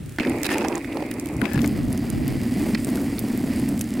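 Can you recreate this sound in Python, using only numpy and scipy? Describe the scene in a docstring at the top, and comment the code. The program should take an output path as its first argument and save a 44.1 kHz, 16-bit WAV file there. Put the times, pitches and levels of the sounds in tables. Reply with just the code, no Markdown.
"""An asphalt street, the microphone low beside coasting shoes with heel wheels: first in front, then behind.
The wheels clack down, the hollow heels thump under the rider's weight and a rubber sole scuffs.
The road's grain drums the heels, rings the wheels and hisses under the tread; grit snaps and a dry
bearing chirps faintly. Air rumbles and buffets on the moving microphone, over a quiet street."""
import sys
import numpy as np
from scipy import signal
from scipy.fft import rfft, irfft, next_fast_len
from scipy.io import wavfile
from scipy.ndimage import uniform_filter1d, minimum_filter1d, map_coordinates

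SR = 44100
rng = np.random.default_rng(int(sys.argv[2]) if len(sys.argv) > 2 else 0)


def master_out(mix):
    """Clip the mix to full scale and print it as 16-bit PCM to the path in sys.argv[1]."""
    frames = np.transpose(np.atleast_2d(mix))
    ceiling = np.clip(frames, -1, 1)
    pcm = np.round(ceiling * 32767).astype(np.int16)
    wavfile.write(sys.argv[1], SR, pcm)


N = 176400
SWING_S, SWING_LENGTH_S = 1.394, 0.23  # the microphone swings from in front to behind

# stereo width with the microphone in front and behind: f/Hz, side minus mid/dB
WIDTH_FRONT = [(80, -26), (300, -26), (750, -15), (2400, -8), (4500, -3), (12000, 1.5)]
WIDTH_BEHIND = [(80, -23), (250, -24), (700, -19), (2400, -24), (4500, -67), (8000, -10), (15000, -15)]
# spectrum of a snapping stone chip: f/Hz, gain/dB
CHIP_COLOUR = [(800, -32), (2500, 3), (5000, 3), (7500, 5), (10000, 2.5), (16000, -1)]


def amp(db):
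    """Decibels to gain."""
    return 10 ** (np.asarray(db) / 20)


def along(points, hz):
    """Interpolate (f/Hz, value) points on a log frequency axis."""
    f, value = np.transpose(points)
    return np.interp(np.log(hz + 1), np.log(f + 1), value)


def hump(hz, centre_hz, octaves, peak_db):
    """The dB response of one resonance."""
    return peak_db / (1 + (np.log2((hz + 1) / centre_hz) / octaves) ** 2)


def curve(rows):
    """(t/s, value) rows as one value per sample."""
    return np.interp(np.arange(N) / SR, *np.transpose(rows))


def ramp(start, length):
    """A rise from 0 to 1; start and length in seconds."""
    return np.clip((np.arange(N) / SR - start) / length, 0, 1)


def arch(start, length):
    """A half sine from 0 up to 1 and back."""
    return np.sin(np.pi * ramp(start, length))


def wobble(rate):
    """A smooth random curve, rate knots a second."""
    return map_coordinates(rng.standard_normal(2048), [np.arange(N) * rate / SR], mode="wrap")


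def panned(pan_db):
    """Left and right gains; pan is left minus right."""
    return amp([[pan_db / 2], [-pan_db / 2]])


def add(out, start, sound):
    """Mix a sound in at start seconds."""
    part = out[:, round(start * SR):][:, :sound.shape[1]]
    part += sound[:, :part.shape[1]]


def resonate(x, gain_db):
    """Pass x through a causal body with the given dB response."""
    n = x.shape[-1]
    size = 2 * next_fast_len(n // 2 + 2048)
    cepstrum = irfft(np.log(amp(gain_db(np.fft.rfftfreq(size, 1 / SR)))), size)
    cepstrum[1:size // 2] *= 2  # fold to minimum phase
    cepstrum[size // 2 + 1:] = 0
    return irfft(rfft(x, size) * np.exp(rfft(cepstrum)), size)[..., :n]


def voiced(pair, colour, width, tilt_db=0, modes=()):
    """Two excitations become a coloured stereo sound whose mid has rms 1."""
    def shade(hz):
        tilt = tilt_db * np.log2((hz + 100) / 1000)
        return along(colour, hz) + tilt + sum(hump(hz, *mode) for mode in modes)
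    mid = resonate(pair[0], shade)
    side = resonate(pair[1], lambda hz: shade(hz) + along(width, hz))
    return np.array([mid + side, mid - side]) / np.std(mid)


def bumps(rate, spread_db):
    """Two trains of small random contacts of uneven size, rate a second."""
    hits = (rng.random((2, N)) < rate / SR) * rng.choice([-1, 1], (2, N))
    return hits * amp(spread_db * rng.standard_normal((2, N)))


def road_driven(front, behind, rate, spread_db):
    """Road bumps ring a part of the shoe, heard from in front and then behind as the microphone swings."""
    turn = ramp(SWING_S, SWING_LENGTH_S) * np.pi / 2
    from_front = voiced(bumps(rate, spread_db), front, WIDTH_FRONT)
    from_behind = voiced(bumps(rate, spread_db), behind, WIDTH_BEHIND)
    return np.cos(turn) * from_front + np.sin(turn) * from_behind


def snap(force, colour, ring_hz, octaves, peak_db, width):
    """A brief stereo crunch through a body with one strong resonance; width is side over mid."""
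    crunch = rng.standard_normal((2, len(force))) * force
    mid, side = resonate(crunch, lambda hz: along(colour, hz) + hump(hz, ring_hz, octaves, peak_db))
    gain = np.linalg.norm(force) / (2 * np.linalg.norm(mid))
    return gain * np.array([mid + width * side, mid - width * side])


def air():
    """Air rumbles on the moving microphone."""
    # strength of the airflow: t/s, relative level/dB
    levels = [(0.0, -29), (0.05, -32.5), (0.26, -47), (0.3, -32.5), (0.49, -41.5), (1.3, -35.5),
              (1.37, -25), (1.48, -45), (1.56, -26), (1.65, -28.5), (2.02, -27.5), (2.08, -32.5),
              (2.14, -27), (3.17, -35), (3.71, -30.5), (4.0, -38)]
    # rumble spectrum: f/Hz, gain/dB
    colour = [(20, -53), (45, -3.5), (80, 1), (135, 4.5), (180, -6.5), (300, -12), (600, -40), (1500, -86)]
    return amp(curve(levels) - 1.5) * voiced(rng.standard_normal((2, N)), colour, WIDTH_BEHIND)


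def street():
    """The quiet, steady background of the street."""
    # ambience spectrum: f/Hz, gain/dB
    colour = [(60, -8), (280, 0), (500, -13), (800, -23.5), (1800, -16), (3500, -23), (8000, -38),
              (15000, -56)]
    return amp(-46) * voiced(rng.standard_normal((2, N)), colour, width=[(100, -24), (2000, -8)])


def gusts():
    """Lumpy turbulence buffets each of the two microphone ports separately."""
    # gusts: t/s, length/s, relative level/dB
    puffs = [(-.1, 0.31, -38.5), (1.656, 0.31, -28), (2.003, 0.46, -25), (2.393, 0.53, -36.5)]
    # buffeting spectrum: f/Hz, gain/dB
    colour = [(25, -7), (70, 1), (160, -1.5), (260, 0.5), (420, -10), (750, -18.5), (1100, -34),
              (1600, -43), (4000, -51)]
    swell = sum(amp(db) * arch(start, length) for start, length, db in puffs)
    ports = resonate(rng.standard_normal((2, N)), lambda hz: along(colour, hz))
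    lumps = amp(3 * np.array([wobble(73), wobble(73)]))
    return amp(-4) * swell * lumps * ports / np.std(ports)


def tread_hiss():
    """The asphalt's grain hisses under the tread, with ticks of fine grit."""
    # strength of the hiss: t/s, level/dB
    levels = [(0.0, -58), (0.14, -54), (0.39, -49.5), (0.57, -51.5), (0.77, -54), (0.96, -54),
              (1.19, -54.5), (1.45, -52), (1.61, -53), (2.02, -53.5), (2.47, -48), (2.62, -45), (2.8, -47),
              (3.22, -47.5), (3.6, -47), (4.0, -51)]
    # tread spectrum: f/Hz, gain/dB
    colour = [(1500, 5), (3500, -2.5), (6200, 4), (8000, 10), (10000, 8.5), (12500, 1), (15500, 4.5)]
    hiss = road_driven(colour, colour, rate=13000, spread_db=4.5) * amp(1.8 * wobble(110))
    specks = bumps(rate=40, spread_db=4)[0]
    dust = amp(-5) * voiced([specks, specks], CHIP_COLOUR, WIDTH_BEHIND)
    return amp(curve(levels)) * (hiss * panned(-2.8) + dust)


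def clacks():
    """The wheels land and knock in their sockets."""
    # knocks: t/s, relative level/dB, ring f/Hz, pan/dB
    knocks = [(.185, -7.5, 1720, -1.5), (0.1977, -13.5, 2450, -11), (0.205, -15, 2700, 4),
              (0.232, -18, 2160, -6), (0.249, -15, 1810, 4), (0.27, -21.5, 2860, -6),
              (0.431, -20, 2290, -9), (0.45, -14.5, 4000, -1), (0.4902, -10, 1790, -3),
              (.582, -17.5, 2080, -2), (0.647, -14, 800, -3), (.659, -17, 950, -2), (0.725, -22, 2400, -9),
              (0.749, -20, 1900, -2.5), (0.773, -18, 884, -2), (.845, -22, 2170, -7),
              (0.924, -25.5, 2700, -3), (.970, -15.5, 744, -7.5), (1.004, -21.5, 850, -7),
              (1.0235, -16.5, 800, -7), (1.114, -20.5, 2370, -2.5), (1.415, -12, 1710, 16),
              (1.44, -24, 1000, 14), (1.454, -19, 2150, 21.5), (1.576, -17, 1640, 8),
              (1.591, -24, 2290, 21), (1.6434, -16, 2055, 7), (2.7475, -15, 4800, -2),
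              (2.7499, -8.5, 2000, -3.5), (2.775, -30, 2300, -9), (2.974, -22.5, 1490, -2),
              (3.183, -21, 3900, -3), (3.809, -16.5, 2950, -3)]
    # knock spectrum: f/Hz, gain/dB
    colour = [(100, 5.5), (300, 12.5), (550, -2.5), (1500, -3.5), (3000, -8.5), (5200, -12.5), (7000, -19),
              (16000, -26)]
    attack_s, t60_s = 0.00052, 0.018
    out, t = np.zeros((2, N)), np.arange(SR // 10) / SR
    force = (1 - np.exp(-t / attack_s)) * amp(-60 * t / t60_s)
    for start, db, hz, pan_db in knocks:
        knock = snap(force, colour, hz, octaves=0.4, peak_db=15.5, width=0.15)
        add(out, start, amp(db + 3) * panned(pan_db) * knock)
    return out


def echo(x, t60_s=0.08):
    """Ground and wall scatter a short, faint tail."""
    t = np.arange(SR // 4) / SR
    tail = rng.standard_normal((2, len(t))) * amp(-60 * t / t60_s)
    return amp(-22) * signal.fftconvolve(x, tail / np.linalg.norm(tail[0]), axes=1)[:, :N]


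def thumps():
    """The hollow heel booms briefly as the rider's weight drops on it."""
    # heel booms: t/s, level/dB, f/Hz
    booms = [(.186, -19, 310), (.206, -14, 253), (0.261, -20, 252), (.272, -14, 247), (.97, -27.5, 540),
             (1.0235, -26, 573), (1.426, -9, 216), (1.546, -14.5, 200), (1.567, -11, 140),
             (1.594, -18, 224), (1.648, -14.5, 222), (2.735, -12.5, 222)]
    attack_s, t60_s = 0.00089, 0.1
    out, t = np.zeros((2, N)), np.arange(SR // 5) / SR
    envelope = (1 - np.exp(-t / attack_s)) * amp(-60 * t / t60_s)
    for start, db, hz in booms:
        add(out, start, amp(db) * envelope * np.sin(2 * np.pi * hz * t[None]))
    return out


def heel_drone():
    """The asphalt's grain drums the hollow heels; the rider's weight keeps the drone even."""
    # strength of the drone: t/s, relative level/dB
    levels = [(0.18, -23), (0.21, -22.5), (0.24, -36.5), (0.27, -21), (0.47, -31), (0.5, -25.5),
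              (0.76, -27), (0.81, -34), (0.97, -27), (1.04, -31), (1.4, -29), (1.43, -20.5), (1.48, -31.5),
              (1.63, -18.5), (1.72, -25), (2.02, -25), (2.06, -27.5), (2.37, -25), (2.39, -30.5),
              (2.45, -22.5), (2.5, -24), (2.64, -21.5), (2.85, -26.5), (2.87, -21.5), (3.13, -25),
              (3.2, -31), (3.22, -24.5), (3.73, -22.5), (3.88, -29.5), (4.0, -22)]
    # heel spectrum from in front and from behind: f/Hz, gain/dB
    front = [(100, -33.5), (180, -12.5), (260, 1.5), (305, 1), (370, -6.5), (460, -13), (600, -16),
             (900, -22.5), (1300, -29.5), (2500, -57)]
    behind = [(100, -25), (172, -11), (205, -1), (255, -0.5), (300, -5.5), (370, -15), (470, -23),
              (650, -24.5), (950, -33), (1400, -38), (2500, -48.5)]
    drone = road_driven(front, behind, rate=900, spread_db=2)
    power = abs(uniform_filter1d(drone.mean(0) ** 2, size=2400))
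    return amp(curve(levels)) * drone / np.sqrt(power + 0.027) * panned(-0.6)


def wheel_ring():
    """The asphalt's grain sets the wheels ringing unsteadily."""
    # strength of the ring: t/s, level/dB
    levels = [(0.18, -32), (0.24, -38), (0.37, -41), (0.45, -41), (0.82, -45), (1.32, -45), (1.59, -46),
              (1.72, -44.5), (1.88, -48.5), (2.65, -42), (3.28, -45.5), (3.63, -44.5), (3.81, -48.5),
              (4.0, -45)]
    # wheel spectrum from in front and from behind: f/Hz, gain/dB
    front = [(700, -18), (1500, -10.5), (2050, 2), (2450, 1.5), (3300, -24), (4900, -14.5), (6500, -47)]
    behind = [(700, -9), (1450, -8.5), (1950, 5.5), (2500, -0.5), (3800, -11), (4900, -3), (6000, -19.5),
              (8000, -47)]
    ring = road_driven(front, behind, rate=2500, spread_db=4.5) * amp(1.3 * wobble(18))
    return amp(curve(levels)) * ring * panned(-2.8)


def scuffs():
    """A rubber sole drags in a rattle of tiny slips that ring the shoe."""
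    # drags: t/s, length/s, level/dB, tilt/(dB per octave), ring f/Hz, pan/dB
    drags = [(0.211, 0.028, -33.5, -5.5, 2580, -2), (0.292, 0.034, -41, -2.5, 830, -6),
             (0.443, 0.021, -28, -0.5, 3950, -4), (0.489, 0.053, -24, -2, 1813, 0),
             (0.548, 0.082, -28.5, -5, 888, -1.5), (0.641, 0.012, -21.5, -6, 1005, -4),
             (0.669, 0.11, -29.5, -8.5, 963, -3), (1.429, 0.04, -29, -6, 984, 4),
             (1.475, 0.084, -37, -3.5, 1740, 7.5), (1.54, 0.042, -35.5, -5, 1675, 5)]
    # sole spectrum: f/Hz, gain/dB
    colour = [(150, -45.5), (340, 4.5), (600, -1), (1150, -5.5), (1600, -1), (2600, -7), (3300, -8),
              (6000, -15), (10000, -11), (16000, -19)]
    # sole resonances: f/Hz, half-width/octaves, peak/dB
    modes = [(805, 0.023, 11), (2620, 0.11, 9.5), (5020, .04, 11)]
    attack_s, release_s = 0.002, 0.013
    out = np.zeros((2, N))
    for start, length, db, tilt_db, hz, pan_db in drags:
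        stroke = ramp(start, attack_s) * (1 - ramp(start + length, release_s))
        slips = bumps(rate=3000, spread_db=5.5) * amp(3.1 * wobble(220))
        scrape = voiced(slips, colour, WIDTH_FRONT, tilt_db, modes + [(hz, 0.05, 14)])
        out += amp(db) * stroke * scrape * panned(pan_db)
    return out


def grit():
    """Small stones crumble under the wheels and give way with one sharp crack."""
    # stones: t/s, relative level/dB, ring f/Hz, pan/dB
    stones = [(0.2965, -22.5, 9200, 1), (0.4325, -14, 8700, -8), (0.5273, -22, 6540, 0.5),
              (0.5824, -17, 8150, -1), (0.628, -31, 5900, -3.5), (0.684, -17, 6800, -10.5),
              (0.7547, -19, 6800, -10), (0.7794, -25, 8500, -7), (1.113, -20.5, 14500, -2.0),
              (1.1396, -30, 10600, -10), (1.1978, -22.5, 8240, -3), (1.2583, -27.5, 10000, -15),
              (1.2885, -31, 9500, -11), (1.3663, -30, 8560, 7), (1.4149, -21.5, 10400, 4.0),
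              (1.534, -20.5, 14600, 7), (1.544, -28, 7400, 10), (1.6176, -27, 5800, 18),
              (1.6603, -22, 7610, 5), (1.6762, -21.5, 10400, 13), (1.928, -19, 10800, 0),
              (1.9764, -24, 9350, -3), (2.1015, -19, 9400, -11), (2.2797, -18.5, 12500, 1),
              (2.8467, -16, 9350, -4), (2.9027, -27, 10200, 1), (2.9564, -21, 11100, 1),
              (3.017, -27, 13800, 1), (3.1921, -2, 13000, -3), (3.3754, -23.5, 11600, -6),
              (3.5603, -26.5, 9600, 1), (3.5972, -23.5, 10200, 0), (3.6892, -20.5, 9300, 0),
              (3.793, -20, 9200, 0), (3.8117, 0, 11100, -2.0), (3.8415, -29, 6800, -0.5),
              (3.9388, -25, 9600, -3.0)]
    lead_s, crumble_t60_s = 0.002, 0.027
    crack_delay_s, crack_decay_s = 0.0007, 0.00025
    out, t = np.zeros((2, N)), np.arange(SR // 20) / SR - lead_s
    crumble = amp(-20 - 60 * abs(t) / crumble_t60_s)
    crack = np.exp(-abs(t - crack_delay_s) / crack_decay_s)
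    for start, db, hz, pan_db in stones:
        width = 0.59 if start < SWING_S + SWING_LENGTH_S else 0.31  # narrower from behind
        stone = snap(crack + crumble, CHIP_COLOUR, hz, octaves=0.36, peak_db=12.5, width=width)
        add(out, start - lead_s, amp(db + 4) * panned(pan_db) * stone)
    return out


def bearing():
    """A dry bearing gives thin, unsteady chirps."""
    # chirps: t/s, length/s, level/dB
    chirps = [(2.78, .04, -55), (2.875, .025, -54), (2.945, .04, -49)]
    level = sum(amp(db) * arch(start, length) for start, length, db in chirps)
    flutter = amp(3 * wobble(220))
    hz = 11300 + 40 * wobble(200)
    return level * flutter * np.sin(2 * np.pi * np.cumsum(hz) / SR)


def scene():
    """Everything that reaches the microphone, low beside the shoes."""
    contacts = scuffs() + clacks()
    landed = ramp(0.195, 0.0083)  # the wheels meet the road
    rolling = landed * (heel_drone() + wheel_ring()) + tread_hiss()
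    dip = amp(-7 * arch(2.752, 0.026))  # after one hard wheel clack the rolling sound dips briefly
    shoes = dip * rolling + contacts + echo(contacts) + thumps() + grit() + bearing()
    return shoes + air() + street() + gusts()


def record(dry):
    """A quick limiter holds the peaks down; nothing is kept above the band limit."""
    threshold_db, top_hz = -11.5, 15900
    needed_gain = np.minimum(1, amp(threshold_db) / (abs(dry.mean(0)) + 1e-9))
    gain = uniform_filter1d(minimum_filter1d(needed_gain, size=200), size=200)
    size = next_fast_len(N + 8192)
    passband = np.fft.rfftfreq(size, 1 / SR) < top_hz
    return irfft(rfft(dry * gain, size) * passband, size)[:, :N]


dry = scene()
out = record(dry)
master_out(out)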